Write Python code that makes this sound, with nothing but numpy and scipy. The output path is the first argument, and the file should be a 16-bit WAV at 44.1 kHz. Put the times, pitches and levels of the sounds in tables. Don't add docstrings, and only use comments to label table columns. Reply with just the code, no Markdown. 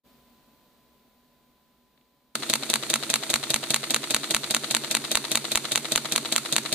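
import sys
import numpy as np
from scipy import signal
from scipy.fft import rfft, irfft
from scipy.io import wavfile
from scipy.ndimage import uniform_filter1d

SR = 44100
rng = np.random.default_rng(int(sys.argv[2]) if len(sys.argv) > 2 else 0)


def transcribe(u):
    v = np.clip(np.atleast_2d(u).T, -1, 1)
    q = np.round(v * 32767).astype(np.int16)
    wavfile.write(sys.argv[1], SR, q)


N = 297234
TIME = np.arange(N) / SR
MOTOR_START_S, CYCLE_S = 2.347, .201

# start_s, overload_db (before thump_boost_db)
SLAMS = [(2.5376, -62), (2.7393, -57), (2.9398, -63), (3.1401, -65), (3.3404, -49), (3.5428, -49),
         (3.7439, -66), (3.9449, -59), (4.1461, -49), (4.3471, -48), (4.5475, -57), (4.7489, -64),
         (4.9508, -62), (5.1545, -47), (5.3554, -55), (5.5566, -45), (5.758, -66), (5.9594, -47),
         (6.161, -56), (6.3625, -66), (6.5644, -60)]
# after_slam_ms, level_db
BOUNCES = [(.05, 2.5), (.32, -3), (0.521, -13)]
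# pitch_hz, gain_db
CLICK_COLOUR = [(30, 3), (250, 2), (600, 0.5), (1000, 14), (1600, 17.5), (2700, 14), (4000, 6.5),
                (6000, 12.5), (9000, 16), (14000, 10)]


def curtain_slam(side_db=-8, side_lag_ms=0.12, vary_db=0.56, thump_boost_db=72):
    clicks, thumps = np.zeros((2, N + SR))
    start_s, overload_db = np.transpose(SLAMS)
    for ms, db in BOUNCES:
        at = (start_s * SR + .5).astype(int) + round(ms / 1000 * SR)
        clicks[at] += from_db(db + vary_db * rng.standard_normal(len(at)))
    thumps[at] = from_db(overload_db + thump_boost_db)
    click = colour(clicks[:N], CLICK_COLOUR)
    thump = colour(thumps[:N], [(25, 5.0), (70, -2.0), (150, -18.0), (600, -53.0)])
    side = from_db(side_db) * np.interp(TIME - side_lag_ms / 1000, TIME, click)
    return np.array([click + thump, side])


CYCLE_TIMES_S = [SLAMS[0][0] - CYCLE_S] + [s for s, _ in SLAMS] + [SLAMS[-1][0] + CYCLE_S]
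# cocking lever, spring cam, catch, first latch, opening curtain (lands,
# rebounds, flutters), second latch, closing curtain (flutters), blades (swing back, settle).
# after_slam_ms (negative is before), rise_ms, decay_ms, thud_db, knock_db, ring_db, tick_db
CONTACTS = [ (-113.2, 0.23, 0.97, 1.5, 1, -6, -14), (-104.2, 2.9, 4.9, 2, 6.5, 4, -5),
            (-72.5, 1.4, 1.9, -9.5, -0.5, -12, -17), (-45.5, 0.45, 3.2, -2, -9, 0.5, -57),
            (-38.5, 0.82, 0.87, 8.5, -1.5, 5, 11), (-36.5, 0.6, 1.8, 2.5, -3, 9, -9),
            (-31, 5.6, 7.7, 6, -2.5, 1.5, 6), (-6, 0.17, 2.8, 1, 4, 1, -8),
            (1.14, 1.2, 1.9, -2, 2, 1.5, 5.5), (17.5, 0.23, 1.6, 1.5, 11.5, 5, 7.5),
            (20, 0.82, 2.44, -0.5, 8, -2, -1)]
CONTACT_BANDS = [640, 1100, 4000, 8500]


def contact(after_slam_ms, rise_ms, decay_ms, bands_db, sameness=.85, jitter_ms=.1, vary_db=.5):
    lead, length = 1024, 4096
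    ms = (np.arange(length) - lead) / SR * 1000
    envelope = np.exp(np.minimum(ms / rise_ms, -ms / decay_ms))
    usual = chatter(envelope)
    out = np.zeros((2, N + SR))
    for cycle_s, (late, force) in zip(CYCLE_TIMES_S, rng.standard_normal((len(CYCLE_TIMES_S), 2))):
        hit_s = cycle_s + (after_slam_ms + jitter_ms * late) / 1000
        burst = np.sqrt(sameness) * usual + np.sqrt(1 - sameness) * chatter(envelope)
        if hit_s > MOTOR_START_S:
            at = round(hit_s * SR) - lead
            out[:, at:at + length] += from_db(vary_db * force) * burst
    return colour(out[:, :N], list(zip(CONTACT_BANDS, bands_db)))


def chatter(envelope):
    spectra = rfft(rng.standard_normal((2, len(envelope))) * envelope)
    power = uniform_filter1d(np.abs(spectra) ** 2, size=61, axis=-1)
    return irfft(spectra / np.sqrt(power + 1e-20))


# after_slam_ms, length_ms, start_pitch_hz, level_db
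WHIRS = [(-146, 38, 402, -39.5), (-88, 47, 338, -40.5), (-38, 28.6, 332, -38), (-12, 63.6, 242, -38)]


def motor(sag_hz_per_s=400, wobble_share=0.01698, spin_up_s=0.0095):
    wobble = wobble_share * wander(900)
    uneven_teeth = wander(50)
    tones = glides(WHIRS, -sag_hz_per_s, wobble) + shaft_drone(wobble) + gear_whistle(uneven_teeth)
    running = np.clip((TIME - MOTOR_START_S) / spin_up_s, 0, 1)
    return (gear_rustle(uneven_teeth) + np.array([tones, np.zeros(N)])) * running


# after_slam_ms, length_ms, level_db
DRONES = [(-47, 44, -46), (20, 59, -46.5)]


def shaft_drone(wobble, pitch_hz=139.7, octave_db=-3, idle_db=-57):
    angle = phase(pitch_hz * (1 + 2 * wobble))
    effort = from_db(idle_db) + sum(from_db(db) * swell(ms, length_ms) for ms, length_ms, db in DRONES)
    return effort * (np.sin(angle) + from_db(octave_db) * np.sin(2 * angle))


# after_slam_ms, length_ms, start_pitch_hz, level_db
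CHIRPS = [(-150, 46, 4700, -53), (-96, 18, 8750, -49), (-73, 24, 8750, -44), (-72, 18, 5950, -54)]


def gear_whistle(uneven_teeth, rise_hz_per_s=10000, flutter_share=0.0061):
    return glides(CHIRPS, rise_hz_per_s, flutter_share * uneven_teeth)


# pitch_hz, gain_db
RUSTLE_COLOUR = [(60, 10), (140, 9.5), (300, 20), (600, 8), (900, 8.5), (2500, 7), (4000, 6.5), (9000, 9.5),
                 (15000, 10)]


def gear_rustle(uneven_teeth, grain=0.24, base_db=-43.5, swing_db=1, peak_ms=-79):
    level_db = base_db + swing_db * np.cos(2 * np.pi * seconds_since(peak_ms) / CYCLE_S)
    grains = unit_level(np.exp(grain * uneven_teeth) * rng.standard_normal((2, N)))
    return from_db(level_db) * colour(grains, RUSTLE_COLOUR)


# start_s, level_db
TOUCHES = [(1.976, -28), (2.012, -29)]


def finger(decay_s=0.0023):
    envelope = sum(from_db(db) * (TIME > s) * np.exp(-np.abs(TIME - s) / decay_s) for s, db in TOUCHES)
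    ticks = envelope * rng.standard_normal((2, N))
    return colour(ticks, [(500, -24), (2000, -21), (3300, -20.5), (6000, -36)])


# pitch_hz, width_hz (narrow rings longer), level_db
RESONANCES = [(139, 12, 3), (225, 22, 0), (277, 14, -3), (331, 16, 0), (470, 40, -6), (605, 25, 0),
              (649, 20, 3), (2287, 35, -7), (2638, 40, -8), (3606, 60, -9), (3772, 70, -8), (3993, 50, -7),
              (4307, 45, -10), (6574, 30, -7), (7093, 35, -6), (7350, 35, -7), (8950, 90, -8)]


def body_ring(x):
    out = x.copy()
    for hz, width_hz, db in RESONANCES:
        fade = np.exp(-np.pi * width_hz / SR)
        feedback = [1, -2 * fade * np.cos(2 * np.pi * hz / SR), fade ** 2]
        ring = signal.lfilter([1, 0, -1], feedback, x + 1e-18)
        out += from_db(db) * (1 - fade ** 2) / 2 * ring
    return out


def room_echo(x, fade_60_db_s=0.17, echo_db=-14, gap_s=0.0017, bass_db=-7):
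    t = TIME[:SR // 2]
    tails = stereo(*rng.standard_normal((2, len(t)))) * from_db(-60 * t / fade_60_db_s) * (t > gap_s)
    tails /= np.sqrt(np.sum(tails ** 2, axis=1, keepdims=True))
    tails = colour(tails, [(350, bass_db), (1500, 0)])
    return x + from_db(echo_db) * signal.fftconvolve(x, tails, axes=1)[:, :N]


# pitch_hz, gain_db
LEFT_COLOUR = [(30, -13), (80, -10), (140, -4.5), (420, -2), (620, -0.5), (820, -2.5), (1400, 0),
               (2900, -0.5), (3800, 7.5), (4500, 7.5), (5200, -6), (6200, -4.5), (7500, -20), (9000, -25.5),
               (11000, -26.5), (15000, -16)]
RIGHT_COLOUR = [(30, -28), (80, -8.5), (140, -4.5), (420, -2), (620, 0), (820, -1), (1400, -1),
                (2900, -0.5), (4000, -4.5), (4900, -5.5), (5700, -0.5), (7200, 2), (9000, 2.5), (11000, -5),
                (13000, -7.5), (15000, -20)]


def microphone(left, right):
    return np.array([colour(left, LEFT_COLOUR), colour(right, RIGHT_COLOUR)])


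# pitch_hz, gain_db
AIR_COLOUR = [(25, -23), (62, -4.5), (100, -24), (135, -8), (180, -13), (235, -3), (320, -12), (700, -14.5),
              (1300, -21.5), (2800, -24.5), (4000, -22), (5500, -29.5), (11000, -32), (15000, -23)]
# pitch_hz, level_db (before hum_boost_db and the sinking)
HUMS = [(59.2, -90), (145.3, -84), (242.2, -75.5), (570.6, -82), (1007, -74.5)]


def background(air_db=-59, air_sink_db_per_s=3.5, hum_boost_db=4.5, hum_sink_db_per_s=3.0):
    air = unit_level(colour(stereo(*rng.standard_normal((2, N))), AIR_COLOUR))
    air *= from_db(air_db - air_sink_db_per_s * TIME)
    hum = sum(from_db(db) * np.sqrt(2) * np.sin(2 * np.pi * (hz * TIME + rng.random())) for hz, db in HUMS)
    hum *= from_db(hum_boost_db - hum_sink_db_per_s * TIME)
    fade_in = np.clip((TIME - 0.033) / .03, .02, 1)
    return (air + hum) * fade_in


# pitch_hz, gain_db
WIDTH = [(50, -3.5), (130, -15), (500, -9), (2000, -6.5), (4000, -2), (9000, -3.5)]


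def stereo(mid, side):
    side = colour(side, WIDTH)
    return np.array([mid + side, mid - side])


def colour(x, points, size=8192):
    hz, db = np.transpose(points)
    grid_hz = np.arange(size // 2 + 1) * SR / size
    gain = from_db(np.interp(np.log(grid_hz + 1), np.log(hz), db))
    cepstrum = irfft(np.log(gain))
    cepstrum[1:size // 2] *= 2
    cepstrum[size // 2 + 1:] = 0
    response = irfft(np.exp(rfft(cepstrum)))[:size // 2]
    filtered = signal.oaconvolve(np.atleast_2d(x), response[None], axes=1)
    return filtered[:, :x.shape[-1]].reshape(x.shape)


def glides(rows, hz_per_s, waver):
    out = np.zeros(N)
    for ms, length_ms, start_hz, db in rows:
        pitch_hz = (start_hz + hz_per_s * seconds_since(ms)) * (1 + waver)
        out += from_db(db) * swell(ms, length_ms) * np.sin(phase(pitch_hz))
    return out


def swell(start_ms, length_ms):
    return np.sin(np.pi * np.clip(seconds_since(start_ms) * 1000 / length_ms, 0, 1))


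def seconds_since(after_slam_ms):
    cycles = np.interp(TIME, CYCLE_TIMES_S, np.arange(len(CYCLE_TIMES_S)))
    return (cycles * CYCLE_S - after_slam_ms / 1000) % CYCLE_S


def phase(hz):
    return 2 * np.pi * np.cumsum(hz) / SR


def wander(samples):
    return unit_level(uniform_filter1d(rng.standard_normal(N), size=samples))


def unit_level(x):
    return x / np.sqrt(np.mean(x ** 2) + 1e-20)


def from_db(db):
    return 10 ** (np.asarray(db) / 20)


def scene(camera_db=-2):
    contacts = sum(contact(ms, rise, decay, bands_db) for ms, rise, decay, *bands_db in CONTACTS)
    mid, side = contacts + curtain_slam() + motor() + finger()
    left, right = room_echo(body_ring(stereo(mid, side)))
    return from_db(camera_db) * microphone(left, right) + background()


def record(dry, cutoff_hz=15300):
    low_pass = signal.ellip(10, .1, 80, cutoff_hz, fs=SR, output="sos")
    return signal.sosfilt(low_pass, np.clip(dry, -1, 1))


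dry = scene()
out = record(dry)
transcribe(out)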